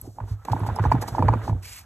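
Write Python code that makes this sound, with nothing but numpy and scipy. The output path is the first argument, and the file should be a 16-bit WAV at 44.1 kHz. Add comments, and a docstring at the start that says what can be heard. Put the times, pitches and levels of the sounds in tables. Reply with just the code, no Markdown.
"""A gloved hand scrubs a resin disc in a wooden hoop with a cloth; the hoop lies on a plastic sheet on a table.
First come snaps, faint swishes, light knocks and a faint rising squeak: swelling tones, gated noise, a swept sine.
From about 0.45 s the scrub is harder: grainy friction noise, hiss and swishes, while the hoop rocks and knocks
(swelling tones, ringing modes) and each push booms in the table top (decaying sines). At 1.62 s the other hand
slides over the sheet: crackling noise and snaps. A close two-port microphone hears it."""
import sys
import numpy as np
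from scipy import signal
from scipy.fft import rfft, irfft, next_fast_len
from scipy.io import wavfile

SR = 44100
rng = np.random.default_rng(int(sys.argv[2]) if len(sys.argv) > 2 else 0)


def log_audio(samples):
    """Write samples as a 16-bit WAV file to the path given in sys.argv[1]."""
    # one column per channel
    frames = np.atleast_2d(samples).T
    # limit to full scale, then quantise
    limited = np.clip(frames, -1, 1)
    pcm = np.round(limited * 32767).astype(np.int16)
    wavfile.write(sys.argv[1], SR, pcm)


def ratio(d):
    """dB to gain"""
    e = np.asarray(d, float) / 20
    return 10 ** e


N = 81585


def at_hz(points, hz):
    """Reads a spectrum table on a log frequency axis."""
    table_hz, value = np.transpose(points)
    return np.interp(np.log(hz + 1), np.log(table_hz), value)


def shaped(x, points):
    """Colours a noise by a spectrum table; rms 1."""
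    gain = ratio(at_hz(points, np.fft.rfftfreq(N, 1 / SR)))
    y = irfft(rfft(x) * gain, N)
    return y / np.std(y)


def ring(press, hz, t60_s):
    """Two-pole resonator: a unit click sets off a decaying sine of height 1."""
    r = ratio(-60 / (t60_s * SR))
    w = 2 * np.pi * hz / SR
    return signal.lfilter([0, np.sin(w)], [1, -2 * r * np.cos(w), r * r], press + 1e-18)


def clicks(start_s, sizes):
    """One impulse per event."""
    out = np.zeros(N)
    np.add.at(out, (np.asarray(start_s) * SR).astype(int), sizes)
    return out


def contact(x, length_s):
    """Spreads each impulse into a short rough press."""
    shape = np.hanning(int(length_s * SR))
    press = signal.fftconvolve(x, shape / shape.sum())[:N]
    return press * rng.standard_normal(N) * np.sqrt(len(shape))


def swell(hz, length_s):
    """A tone whose envelope grows to 1 and dies, some 76 dB down after length_s."""
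    seconds = np.arange(int(length_s * SR * 2)) / SR
    t = seconds * np.log(1000) / length_s * 1.756
    return (t * np.exp(1 - t)) ** 1.02 * np.sin(2 * np.pi * hz * seconds)


def swells(start_s, peak_db, pitch_hz, length_s):
    """One swelling tone per event."""
    out = np.zeros(N + SR)
    for s, db, hz in zip(start_s, peak_db, pitch_hz):
        tone = swell(hz, length_s)
        first = int(s * SR)
        out[first:first + len(tone)] += ratio(db) * tone
    return out[:N]


def gate(start_s, length_s, attack_s, t60_s):
    """Linear attack, hold to length_s, exponential release."""
    t = np.arange(N) / SR - start_s
    return np.clip(t / attack_s, 0, 1) * ratio(-60 * np.clip(t - length_s, 0, 1) / t60_s)


def grains(per_s, spread_db):
    """Random impulses of uneven size and either sign."""
    hit = rng.random(N) < per_s / SR
    size = ratio(spread_db * np.minimum(rng.exponential(1, N), 4))
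    return hit * size * rng.choice([-1, 1], N)


def room():
    """Steady low room noise."""
    # room tone: (frequency [Hz], relative level [dB])
    room_spectrum = [(30, -10), (60, 8.5), (100, 1), (200, -13.5), (500, -39), (1500, -50), (5000, -41)]
    rms_db = -50
    return ratio(rms_db) * shaped(rng.standard_normal(N), room_spectrum)


def sheet():
    """A glove slides over thin plastic: crackling noise of uneven level, and snaps of sheet and glove."""
    # snaps: (time [s], peak level [dB], pitch [Hz])
    snaps = [(0.0141, -24, 11450), (0.017, -35, 8070), (0.596, -34, 10300), (.759, -29, 10400),
             (0.762, -31.5, 5280), (1.695, -36.5, 7300), (1.733, -32, 7300), (1.7665, -35, 11400),
             (1.7925, -39, 12600)]
    # sliding noise: (frequency [Hz], relative level [dB])
    slide_spectrum = [(400, -6), (900, -4.5), (2300, 9.5), (3500, 2.5), (4700, 9), (7000, 5), (10000, 8.5),
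                      (12500, 0.5), (14500, -4), (16000, -25)]
    slide_s, slide_length_s, slide_db = 1.62, 0.17, -44.5
    snap_length_s, grains_per_s, flutter_rms_db = .005, 800, 1.6
    slide = shaped(rng.standard_normal(N) + 0.34 * grains(grains_per_s, 3.2), slide_spectrum)
    flutter = ratio(flutter_rms_db * shaped(rng.standard_normal(N), [(40, 0), (200, -40)]))
    slide = slide * flutter * ratio(slide_db) * gate(slide_s, slide_length_s, .02, .15)
    return swells(*np.transpose(snaps), snap_length_s) + slide


def squeak():
    """Faint breathy tone as the cloth grips: a slowly rising sine of wavering level."""
    start_s, length_s, level_db = .365, .28, -61
    start_hz, rise_hz_per_s = 1275, 750
    t = np.arange(N) / SR - start_s
    wobble = shaped(rng.standard_normal(N), [(40, 0), (200, -30)])
    tone = np.sin(2 * np.pi * (start_hz + rise_hz_per_s * t / 2) * t)
    return ratio(level_db) * gate(start_s, length_s, 0.022, 0.25) * (1 + wobble / 2) * tone


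def rasp(friction_db):
    """Wide rasp of the cloth: grains independent left and right, following the friction."""
    # rasp: (frequency [Hz], relative level [dB])
    rasp_spectrum = [(1200, -4.5), (2000, -7.5), (3800, -9.5), (5000, -27)]
    against_friction_db = -5
    sides = np.array([shaped(grains(2500, 3), rasp_spectrum) for side in "LR"])
    return sides * ratio(friction_db + against_friction_db)


def cloth(friction_db, hiss_db):
    """Grainy fluttering friction in the disc, a hiss that follows the scrub, and short swishes as the cloth turns."""
    # friction in the disc: (frequency [Hz], relative level [dB])
    disc_spectrum = [(290, -53.5), (500, -5), (927, -6.5), (1410, 1.5), (2060, -9), (4000, -38.5),
                     (5200, -60)]
    # hiss of the cloth: (frequency [Hz], relative level [dB])
    hiss_spectrum = [(1200, 13), (2500, -4.5), (4600, 6), (6500, 5), (9000, 5.5), (12000, 3.5), (13800, -7),
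                     (15200, -31)]
    # swishes: (time [s], length [s], level before tilt [dB], tilt: gain above 6 kHz and cut below [dB])
    swishes = [(.005, 0.16, -68, 5.5), (0.268, 0.067, -57.5, -3.5), (0.45, 0.0024, -38, -2.5),
               (0.5152, 0.01, -39, -4), (0.661, 0.015, -45.5, 0), (0.758, 0.0091, -54, 3.5),
               (0.812, 0.048, -50, -4.5), (0.906, 0.025, -58, 8), (1.01, 0.017, -35.5, 0),
               (1.074, 0.015, -35, -2.5), (1.141, 0.025, -50.5, -5.5), (1.413, 0.079, -49, -3.5)]
    flutter_rms_db = 3.5
    rise_share, tail_share, shortest_tail_s = .4, 1.2, .012   # shares of the swish length
    rub = shaped(grains(1200, 0.63), disc_spectrum)
    flutter_db = flutter_rms_db * shaped(rng.standard_normal(N), [(30, 12.0), (120, -44)])
    hiss = shaped(rng.standard_normal(N) + 0.11 * grains(7600, 1.8), hiss_spectrum)
    low = signal.sosfilt(signal.butter(2, 6000, fs=SR, output="sos"), hiss)
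    high = hiss - low
    out = rub * ratio(friction_db + flutter_db) + hiss * ratio(hiss_db)
    for s, length_s, db, tilt_db in swishes:
        envelope = gate(s, length_s, rise_share * length_s, tail_share * length_s + shortest_tail_s)
        out += envelope * ratio(db) * (low * ratio(-tilt_db) + high * ratio(tilt_db))
    return out


def table(drag_db):
    """Pushes ring the modes of the top, sharp ones favour the higher; each damps the ring before; the hoop drags."""
    # pushes: (middle of the press [s], level [dB], sharpness about 100 Hz [dB per octave])
    pushes = [(0.026, -40, 8), (0.077, -37, 14.5), (0.216, -24, -1), (0.311, -22.5, -0.5),
              (0.51, -21.5, 5.5), (0.544, -25, 13.5), (0.617, -21, 6), (0.682, -22.5, 3.5),
              (0.716, -22, 5.5), (0.802, -19, 10), (0.855, -14, 5), (0.88, -18, -3.5), (0.923, -17.5, 7.5),
              (0.944, -14.5, 10.5), (0.986, -23.5, 8), (1.047, -31, 7.5), (1.121, -25, 4), (1.196, -15, 12),
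              (1.236, -15.5, 4.5), (1.259, -17.5, 1.5), (1.294, -14.5, 1.5), (1.33, -18.5, 6),
              (1.361, -24, 12.5), (1.432, -33, -11), (1.49, -18.5, 10), (1.52, -15.5, 2), (1.552, -25, 7.5)]
    # modes of the table top: (nominal frequency [Hz], relative level [dB], t60 [s])
    top_modes = [(60.4, -0.5, 0.14), (103.9, 1, 0.26), (119, -19.5, 0.11), (164.2, -15, 0.12),
                 (252, -14.5, 0.04), (336, -23.5, 0.03)]
    # dragging noise: (frequency [Hz], relative level [dB])
    drag_spectrum = [(60, -27), (100, -3.5), (250, -3.5), (500, -7.5), (800, -8.5), (1500, -56)]
    push_s = .02
    detune, spread_db = .045, 2   # rms; the load on the top shifts its modes
    s, db, sharp = np.transpose(pushes)
    mode_hz, mode_db, t60_s = np.transpose(top_modes)[:, :, None]
    chance = rng.normal(0, 1, (len(s), 2, len(top_modes)))
    phase = rng.uniform(0, 2 * np.pi, (len(s), len(top_modes)))
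    out = shaped(grains(1500, 3.05), drag_spectrum) * ratio(drag_db)
    starts = s - push_s / 2
    stops = [*s[1:] + push_s / 2, N / SR]   # crossfades into the next push
    for k, (start, stop) in enumerate(zip(starts, stops)):
        first, last = int(start * SR), int(stop * SR)
        t = np.arange(last - first) / SR
        fade = np.sin(np.pi / 2 * np.clip(np.minimum(t, stop - start - t) / push_s, 0, 1)) ** 2
        level_db = db[k] + mode_db + sharp[k] * np.log2(mode_hz / 100) + spread_db * chance[k, 0, :, None]
        decay_db = -60 * np.maximum(t - push_s / 2, 0) / t60_s
        hz = mode_hz * (1 + detune * chance[k, 1, :, None])
        tones = ratio(level_db + decay_db) * np.sin(2 * np.pi * hz * t + phase[k, :, None])
        out[first:last] += fade * np.sum(tones, axis=0)
    return out


def knocks(friction_db):
    """Each knock swells in the hollow under the disc and rings the hoop; scrubbing adds a random rattle."""
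    # hoop on table: (time [s], swell peak [dB], hoop press against swell [dB], pitch of the hollow [Hz])
    knock_events = [(0.185, -25.5, -14, 846), (0.202, -28.5, 4, 936), (0.238, -40, -5, 900),
                    (0.281, -42, 2, 906), (0.452, -33.5, 8, 800), (0.484, -18.5, -8, 906),
                    (0.498, -28, 8, 920), (0.532, -11.5, -17, 860), (0.564, -22, -20, 886),
                    (0.603, -29.5, 8, 920), (0.634, -24.5, -1.5, 905), (0.651, -27, -13, 880),
                    (0.664, -23.5, -7, 885), (0.688, -20.5, -0.5, 838), (0.699, -24.5, 0, 990),
                    (0.763, -23.5, -8, 834), (0.787, -16.5, -2.5, 894), (0.794, -20.5, 5.5, 940),
                    (0.838, -25, 11, 990), (0.852, -14.5, -6, 900), (0.859, -17.5, -3.5, 860),
                    (0.916, -8.5, -8, 899), (0.919, -8, 6, 873), (0.95, -20, 3.5, 867),
                    (0.96, -24.5, -7, 836), (1.023, -25, 10, 830), (1.038, -25, -4, 845),
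                    (1.081, -27, 7.5, 905), (1.149, -18, -13, 906), (1.182, -13, -9.5, 860),
                    (1.19, -19, 5.5, 897), (1.203, -29, 1.5, 864), (1.224, -11, 0, 925),
                    (1.282, -23.5, 18, 884), (1.287, -7, -8.5, 902), (1.328, -23, -0.5, 930),
                    (1.336, -15.5, 4.5, 952), (1.478, -19.5, 2, 845), (1.495, -23, 1, 943),
                    (1.528, -31.5, -8, 870)]
    # hoop modes: (frequency [Hz], level [dB], t60 [s])
    hoop_modes = [(509, -14, 0.026), (1174, -16.5, 0.03), (1455, -21.5, 0.029), (1692, -21, 0.019),
                  (2324, -39.5, 0.06), (4550, -26, 0.0041)]
    # rattle pitches: (frequency [Hz])
    rattle_hz = [800, 900, 1020, 1150]
    swell_s, contact_s = 0.019, 0.0048
    rattle_per_s, rattle_db, rattle_spread_db = 200, 5.5, 2   # level against the friction
    s, db, bright_db, hollow_hz = np.transpose(knock_events)
    hollow = swells(s, db, hollow_hz, swell_s)
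    press = contact(clicks(s, ratio(db + bright_db)), contact_s)
    hoop = sum(ratio(level_db) * ring(press, hz, t60_s) for hz, level_db, t60_s in hoop_modes)
    hits = grains(rattle_per_s, rattle_spread_db) * ratio(friction_db + rattle_db)
    dealt = rng.integers(0, len(rattle_hz), N)   # pitch of each hit
    rattle = sum(signal.fftconvolve(hits * (dealt == k), swell(hz, swell_s))[:N]
                 for k, hz in enumerate(rattle_hz))
    return hollow + hoop + rattle


def stereo(x):
    """One sound goes to left and right with a phase and level offset, plus short echoes of each side's own."""
    # stereo phase: (frequency [Hz], left lead [half turns]); flat near whole half turns in the treble
    stereo_phase = [(0, 0), (900, -.1), (1600, .03), (4500, .7), (5100, 1.2), (6500, 1.97), (7800, 2.03),
                    (9100, 2.97), (10300, 3.03), (11700, 3.97), (13100, 4.03), (14200, 4.98), (22050, 5)]
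    # balance of ports: (frequency [Hz], left minus right [dB])
    port_balance = [(30, -1), (100, -2.2), (1000, -2.5), (2500, -4.5), (5000, -1), (7000, 0)]
    echo_db, echo_t60_s, echo_band_hz = -11.5, .06, [250, 5500]   # level before the band filter
    size = next_fast_len(N + SR // 2)
    hz = np.fft.rfftfreq(size, 1 / SR)
    turn = np.exp(.5j * np.pi * np.interp(hz, *np.transpose(stereo_phase)))
    half = ratio(at_hz(port_balance, hz) / 2) * turn   # half the offset to each side
    t = np.arange(SR // 4) / SR
    tail = rng.standard_normal((2, len(t))) * ratio(-60 * t / echo_t60_s) * (t > .003)
    tail = tail / np.sqrt(np.sum(tail[0] ** 2))
    tail = signal.sosfilt(signal.butter(2, echo_band_hz, "band", fs=SR, output="sos"), tail)
    response = np.array([half, 1 / half]) + ratio(echo_db) * rfft(tail, size)
    return irfft(rfft(x, size) * response, size)[:, :N]


def scene():
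    """All sources at the microphone; the rasp alone bypasses the shared port path."""
    # scrub: (time [s], friction in the disc [dB], hiss of the cloth [dB], drag on the table [dB])
    scrub = [(0, -79, -60.5, -77), (0.066, -73, -58, -42.5), (0.136, -86, -111, -68),
             (0.206, -60.5, -74.5, -42.5), (.3, -67.5, -58.5, -59.5), (.36, -70.5, -76, -61),
             (.44, -66, -66, -82), (0.481, -51, -56, -40), (.7, -48, -59, -40), (.95, -46, -64.5, -41),
             (1.1, -53.5, -51, -42.5), (1.248, -49, -60, -29.5), (1.419, -49, -62, -46),
             (1.496, -56.5, -71, -37.5), (1.6, -63.5, -65, -56), (1.85, -66.5, -72, -79)]
    s, *levels = np.transpose(scrub)
    friction_db, hiss_db, drag_db = (np.interp(np.arange(N) / SR, s, level) for level in levels)
    mono = room() + sheet() + squeak() + cloth(friction_db, hiss_db) + table(drag_db) + knocks(friction_db)
    return rasp(friction_db) + stereo(mono)


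def roll_off(x):
    """The treble ends steeply here."""
    return signal.sosfilt(signal.butter(12, 14850, fs=SR, output="sos"), x)


def record(dry):
    """The microphone cuts the deep bass below 42 Hz."""
    mix = signal.sosfilt(signal.butter(4, 42, "high", fs=SR, output="sos"), dry)
    return roll_off(mix)


dry = scene()
out = record(dry)
log_audio(out)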